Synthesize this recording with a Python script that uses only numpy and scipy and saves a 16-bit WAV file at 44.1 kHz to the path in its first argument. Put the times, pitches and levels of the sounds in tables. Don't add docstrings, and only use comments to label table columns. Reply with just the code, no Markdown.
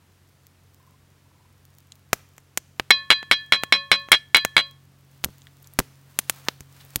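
import sys
import numpy as np
from scipy import signal
from scipy.fft import rfft, irfft
from scipy.io import wavfile

SR = 44100
rng = np.random.default_rng(int(sys.argv[2]) if len(sys.argv) > 2 else 0)


def file_out(sig):
    cols = np.atleast_2d(sig).T
    lim = np.clip(cols, -1, 1)
    pcm = np.round(lim * 32767).astype(np.int16)
    wavfile.write(sys.argv[1], SR, pcm)


N = 308681
TIME = np.arange(N) / SR
BINS = np.fft.rfftfreq(4096, 1 / SR)

BOUNCE_SHRINK, BOUNCE_LOSS_DB = .85, 5.5
TOUCH_DB = -7

# t/s, strength/dB, place on the rim/degrees, hardness/dB per octave,
# gap to first bounce/s, first bounce level/dB
KNOCKS = [(2.9059, 2, 5.2, 5.5, 0.0027, -4), (3.1036, .5, 12.5, 2.2, 0.0093, -3.5),
          (3.313, -1, 15.7, 1.5, .0085, -6.5), (3.5228, -1.4, 3.5, -2.5, 0.012, -8.5),
          (3.7243, 2, 37.9, -2, 0.014, -13.5), (3.916, 1, 37.2, 3, 0.013, -9.5),
          (4.1178, 3, 16.8, 10.5, 0.011, -1), (4.3463, 0.6, 13.6, 1.5, 0.013, -5.5),
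          (4.5665, -3, 27.4, -0.5, 0.013, -5)]
# t/s, level/dB so far
SPOON_DAMPING = [(4.170, 0), (4.190, -15), (4.66, -15), (4.86, -24)]


def pot(count=4):
    out = np.zeros(N)
    damping_db = np.interp(TIME, *np.transpose(SPOON_DAMPING))
    for s, *_ in KNOCKS:
        damping_db = damping_db + TOUCH_DB * (TIME >= s - 1 / SR)
    for s, db, degrees, hardness, gap, bounce_db in KNOCKS:
        iron = amp(db - 1.0) * ring(wall(degrees))
        lost_db = damping_db[round(s * SR):][:len(iron)]
        damped_iron = iron * amp(lost_db - lost_db[0])
        touch = contact(spoon_db=-2.5, clack_db=-2.5, hardness=hardness)
        add(out, s, damped_iron + amp(0.25 * db) * touch)
        delays = np.cumsum(gap * BOUNCE_SHRINK ** np.arange(count))
        for k, delay in enumerate(delays):
            bounce = contact(spoon_db=-4, clack_db=-1.5, hardness=-1.2)
            add(out, s + delay, amp(bounce_db - k * BOUNCE_LOSS_DB) * bounce)
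    return out


NODE_DB = -28.5

WALL_HZ = [193, 561, 1091.5, 1744, 2487.5, 3269, 4031, 4736, 5394, 6014, 7300]
# level/dB, node on the rim/degrees, t60/s, split f/Hz, twin's relative level/dB
WALL_PAIRS = [(-34, 16.6, .22, 1, -19.5), (-39, 12, 0.41, 1, -20.5), (-33.5, 18, 0.54, 1, -14.5),
              (-24.5, 30.4, .47, 9.5, -7.5), (-23.5, 22.3, 0.27, 2, -19), (-13, 8.6, 0.28, 5.6, -11),
              (-10, 20, 0.23, 2.4, -16.5), (-24, 0.78, .19, 13, -2.5), (-21.5, 9.8, .11, 3, -20.5),
              (-30, 8.2, .12, 3, -20), (-36.5, 5.4, .043, 3, -20.5)]


def wall(degrees):
    modes = []
    for waves, (hz, pair) in enumerate(zip(WALL_HZ, WALL_PAIRS), 2):
        db, node, t60, split, twin_db = pair
        drive = np.sin(waves * np.radians(degrees - node)) ** 2 + amp(NODE_DB) ** 2
        level = db + 10 * np.log10(drive)
        modes += [(hz, level, t60), (hz + split, level + twin_db, t60)]
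    return modes


HARD_HZ = 3500

# f/Hz, level/dB, t60/s
SPOON_MODES = [(669.6, -35, 0.12), (1187, -41.5, .035), (1620, -21, 0.049), (1910, -17, .045),
               (2207, -3.5, 0.044), (2130, -12.5, .04), (2730, -36, .045), (2906, -15, 0.079),
               (3331, -11, 0.075), (3586, -11, 0.043), (3760, -21.5, 0.047), (7180, -36, 0.028)]
# f/Hz, level/dB
CLACK_COLOUR = [(40, -16.5), (200, 7.5), (600, 11.5), (1500, 20), (3500, 19.5), (4900, 6.5), (7000, 4),
                (10000, 1), (15000, -14)]


def contact(spoon_db, clack_db, hardness):
    octaves = np.log2(np.maximum(BINS / HARD_HZ, 1))
    colour = read(CLACK_COLOUR, BINS) + hardness * octaves
    pulse = recoil(click(colour), hz=2290, width_hz=1100)
    clack = scatter(pulse, db=1.5, t60=0.022, delay=.0008)
    modes = [(hz * (1 + .004 * rng.standard_normal()), db, t60) for hz, db, t60 in SPOON_MODES]
    sound = amp(spoon_db) * ring(modes, spread=2.2)
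    add(sound, 0, amp(clack_db) * clack)
    return sound


RISE_SHARE = 0.13

# t/s, length/s, f/Hz, width/Hz, level/dB, flutter/per s, noisy share/0-1
SQUEAKS = [(0.751, 0.23, 1030, 90, -66.5, 28, 0.45), (1.192, 0.35, 978, 120, -71, 21, 0.5),
           (6.291, 0.14, 1175, 250, -61, 28, 1), (6.456, 0.028, 1366, 522, -52, 30, 1),
           (6.791, 0.053, 3490, 1536, -56, 28, 1)]


def squeaks():
    out = np.zeros(N)
    for s, length, hz, width_hz, db, flutter, noisy in SQUEAKS:
        t = TIME[:round(length * SR)]
        pitch = hz * (1 + RISE_SHARE * (flutter * t % 1 - .5))
        turns = np.cumsum(pitch) / SR
        roughness = 1 - noisy + noisy * drift(width_hz)[:len(t)]
        tone = unit(roughness * np.sin(2 * np.pi * turns))
        pulses = 2 * np.sin(np.pi * flutter * t) ** 2
        swell = np.sin(np.pi * t / length)
        add(out, s, amp(db) * tone * pulses * swell)
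    return out


SPLINTER_RATIO = 2.75

# t/s, crack level/dB, crack corner f/Hz, splinter level/dB, gas puff level/dB
POPS = [(2.1309, 22, 2100, 8, 9), (2.1325, 11.5, 2200, 11, 9), (2.381, -12.5, 2430, -15.5, -18),
        (2.5747, 10, 2450, 10, 3), (2.7976, 14, 3270, -5.5, 14.5), (3.229, -2, 2650, -21, -27),
        (3.6356, 12.5, 2920, -1.5, -15.5), (4.087, -3.5, 2240, -23, -39.5), (4.3692, -3, 3700, 5, -14.5),
        (4.4498, 16.5, 2400, 7.5, 10), (5.2403, 8, 4300, -4.5, 1), (5.2453, 6.5, 4500, 9, 15),
        (5.26, -8, 1000, -35, 12), (5.287, -17, 1600, -35, 5), (5.7894, 19.5, 2010, 10, 24.5),
        (5.7925, -3.5, 4060, 10.5, 26), (5.801, 11, 1400, -2, -5), (6.1896, 10, 3900, 14.5, 2),
        (6.2975, 11.5, 3700, 11.5, 4.5), (6.4854, 14.5, 4740, -5.5, -3.5), (6.6069, -14, 2434, -10, 5),
        (6.9592, 3, 4860, 9.5, 19)]


def pops():
    out = np.zeros(N)
    low_cut = -10 * np.log10(1 + (115 / (BINS + 1)) ** 4)
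    puff = click(10 * np.log10(resonance(hz=88, q=0.69) / (1 + (BINS / 520) ** 4)))
    puff = scatter_source = puff
    jet = hiss_noise()
    for s, crack_db, corner_hz, splinter_db, puff_db in POPS:
        high_cut = -10 * np.log10(1 + (BINS / corner_hz) ** 6)
        shock = recoil(click(crack_db + low_cut + high_cut), hz=1803, width_hz=2500)
        add(out, s, amp(-0.5) * scatter(shock, db=-10, t60=0.018, delay=0.001))
        snap_power = amp(-7 + 1.4 * min(splinter_db, 0))
        add(out, s, splinter(SPLINTER_RATIO * corner_hz, splinter_db, snap_power, overtone_db=-8))
        add(out, s, amp(puff_db) * scatter(puff, db=-9.5, t60=.06, delay=.006))
        escaping = jet[round(s * SR):][:SR // 2]
        add(out, s, escaping * amp(crack_db - 72.5 - 170 * TIME[:len(escaping)]))
    return out


# t/s, level/dB, f/Hz
FLAKES = [(1.9209, -9, 3720), (5.419, -18, 3530), (5.47, -10.5, 1800), (5.628, -20, 12600),
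          (5.644, -21, 4000), (5.6727, -16.5, 6290), (5.737, -16, 12500), (6.8504, -20, 14700)]


def flakes():
    out = np.zeros(N)
    for s, db, hz in FLAKES:
        add(out, s, splinter(hz, db, snap_power=amp(-37.5), overtone_db=-1.5))
    return out


def splinter(hz, db, snap_power, overtone_db):
    main = resonance(hz, q=2.4) ** 2
    overtone = amp(overtone_db) ** 2 * resonance(hz * 1.9, q=4.0) ** 2
    snap = snap_power * resonance(hz, q=0.38)
    pulse = click(db + 10 * np.log10(main + overtone + snap))
    return scatter(recoil(pulse, hz=6860, width_hz=1100), db=-8, t60=0.024, delay=.0005)


# f/Hz, level/dB
TICK_COLOUR = [(300, -21), (2500, -5.5), (7000, 1), (10000, -7), (12500, 2), (16000, 4)]


def embers(per_s, db, size_db, rise_db_per_s=-0.7):
    size = np.minimum(rng.exponential(1, N), 3.5)
    ticks = rng.random(N) < per_s / SR
    sizes = amp(db + rise_db_per_s * TIME + size_db * size) * ticks
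    tick = scatter(click(read(TICK_COLOUR, BINS)), db=-10.0, t60=.015, delay=.0004)
    return signal.oaconvolve(sizes, tick)[:N]


# t/s, level/dB
STEAM_LEVEL = [(0, -85.5), (4.9, -78.5), (5.2, -63), (6.05, -64), (6.37, -51), (6.68, -63.5), (6.8, -57),
               (7, -52)]
# f/Hz, level/dB
SIZZLE_COLOUR = [(300, -17), (2500, -7.5), (4000, -3), (7000, -0.5), (12000, -7), (16000, 2)]


def steam(sizzle_per_s=170, sizzle_db=-3):
    size = np.minimum(rng.exponential(1, N), 3.5)
    sizes = amp(5 * size) * (rng.random(N) < sizzle_per_s / SR)
    spit = scatter(click(read(SIZZLE_COLOUR, BINS)), db=-8.5, t60=0.0054, delay=0.000094)
    sizzle = unit(signal.oaconvolve(sizes, spit)[:N])
    flutter_db = 1.3 * drift(rate_hz=35) + 1.1 * drift(rate_hz=6)
    hiss = hiss_noise() * amp(flutter_db)
    level_db = np.interp(TIME, *np.transpose(STEAM_LEVEL)) - 1.0
    return (hiss + amp(sizzle_db) * sizzle) * amp(level_db)


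# f/Hz, level/dB per Hz
HISS_COLOUR = [(100, -7.5), (500, 5), (1200, 5), (2300, 2.5), (4000, 0.5), (7000, -3.5), (10000, -4.5),
               (15500, -3)]


def hiss_noise():
    return noise(HISS_COLOUR)


def flame(db=-71):
    colour = [(12, -38.5), (30, -11), (55, 0), (75, -0.5), (110, -3.5),
              (250, -15.0), (600, -38.5), (2000, -84)]
    return noise(colour) * amp(db + 1.9 * drift(rate_hz=4))


# f/Hz, level/dB
ECHO_COLOUR = [(60, -6.5), (250, 4), (600, -5), (1800, 1.5), (6000, 5.5), (16000, -7.5)]


def trees(x, db, t60):
    build_up = 1 - np.exp(-TIME / 0.0084)
    tail = (noise(ECHO_COLOUR) * amp(-60 * TIME / t60) * build_up)[:SR]
    return amp(db) * signal.fftconvolve(x, tail / np.linalg.norm(tail))[:N]


HUM_HZ = 45.8

# level/dB at first, rise/dB per s
ENGINE_HARMONICS = [(-59, 0), (-64, 2), (-75.5, 0), (-82, 0), (-78.5, 1.5)]


def engine():
    turns = np.cumsum(HUM_HZ * (1 + 0.004 * drift(rate_hz=1.5))) / SR
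    hum = np.zeros(N)
    for k, (db, rise) in enumerate(ENGINE_HARMONICS, 2):
        level_db = db + rise * TIME + 0.59 * drift(rate_hz=2.7)
        hum += amp(level_db) * np.sin(2 * np.pi * k * turns)
    return hum


# f/Hz, level/dB per Hz
AIR_COLOUR = [(15, -67.5), (25, -36), (59, -14.5), (74, -6), (92, -1.5), (114, -6.5), (161, -6.5),
              (250, -11.5), (754, -19), (1100, -18.5), (16000, -32)]


def still_air(db=-61.5):
    return amp(db) * noise(AIR_COLOUR)


def amp(db):
    return 10 ** (np.asarray(db) / 20)


def unit(x):
    return x / np.sqrt(np.mean(x ** 2) + 1e-20)


def read(points, hz):
    f, db = np.transpose(points)
    return np.interp(np.log(hz + 1), np.log(f + 1), db)


def add(mix, s, sound):
    part = mix[max(round(s * SR), 0):][:len(sound)]
    part += sound[:len(part)]


def noise(points):
    gain = amp(read(points, np.fft.rfftfreq(N, 1 / SR)))
    return unit(irfft(rfft(rng.standard_normal(N)) * gain, N))


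def drift(rate_hz):
    low_pass = 1 / (1 + (np.fft.rfftfreq(N, 1 / SR) / rate_hz) ** 4)
    return unit(irfft(rfft(rng.standard_normal(N)) * low_pass, N))


def click(db):
    log_gain = np.log(amp(np.r_[db, db[-2:0:-1]]))
    return np.fft.ifft(np.exp(np.conj(signal.hilbert(log_gain)))).real[:len(BINS)]


def scatter(pulse, db, t60, delay):
    t = TIME[:len(BINS)]
    build_up = 1 - np.exp(-(t / delay) ** 2)
    spray = rng.standard_normal(len(t)) * amp(-60 * t / t60) * build_up
    return pulse + amp(db) * signal.fftconvolve(pulse, spray / np.linalg.norm(spray))[:len(pulse)]


def ring(modes, spread=0.):
    t = TIME[:SR * 3 // 4]
    sound = np.zeros(len(t))
    for hz, db, t60 in modes:
        level_db = db + spread * rng.standard_normal() - 60 * t / t60
        sound += amp(level_db) * np.sin(2 * np.pi * hz * t)
    return sound


def resonance(hz, q):
    return 1 / (1 + (q * ((BINS + 1) / hz - hz / (BINS + 1))) ** 2)


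def recoil(pulse, hz, width_hz):
    r = np.exp(-np.pi * width_hz / SR)
    poles = [1, -2 * r * np.cos(2 * np.pi * hz / SR), r * r]
    return signal.lfilter(poles[::-1], poles, pulse)


def scene():
    knocks = pot()
    fire = pops() + flakes()
    near = knocks + squeaks() + fire + embers(per_s=18, db=-44, size_db=5.5) + steam() + flame()
    echo = trees(knocks, db=-35.0, t60=0.33) + trees(fire, db=-36, t60=.6)
    return (near + echo + engine() + still_air())[None]


EDGE_HZ = 16150


def record(dry):
    clipped = np.clip(dry, -1, 1)
    low_pass = signal.firwin(255, EDGE_HZ, window=("kaiser", 8), fs=SR)
    return signal.oaconvolve(clipped, low_pass[None], "same")


dry = scene()
out = record(dry)
file_out(out)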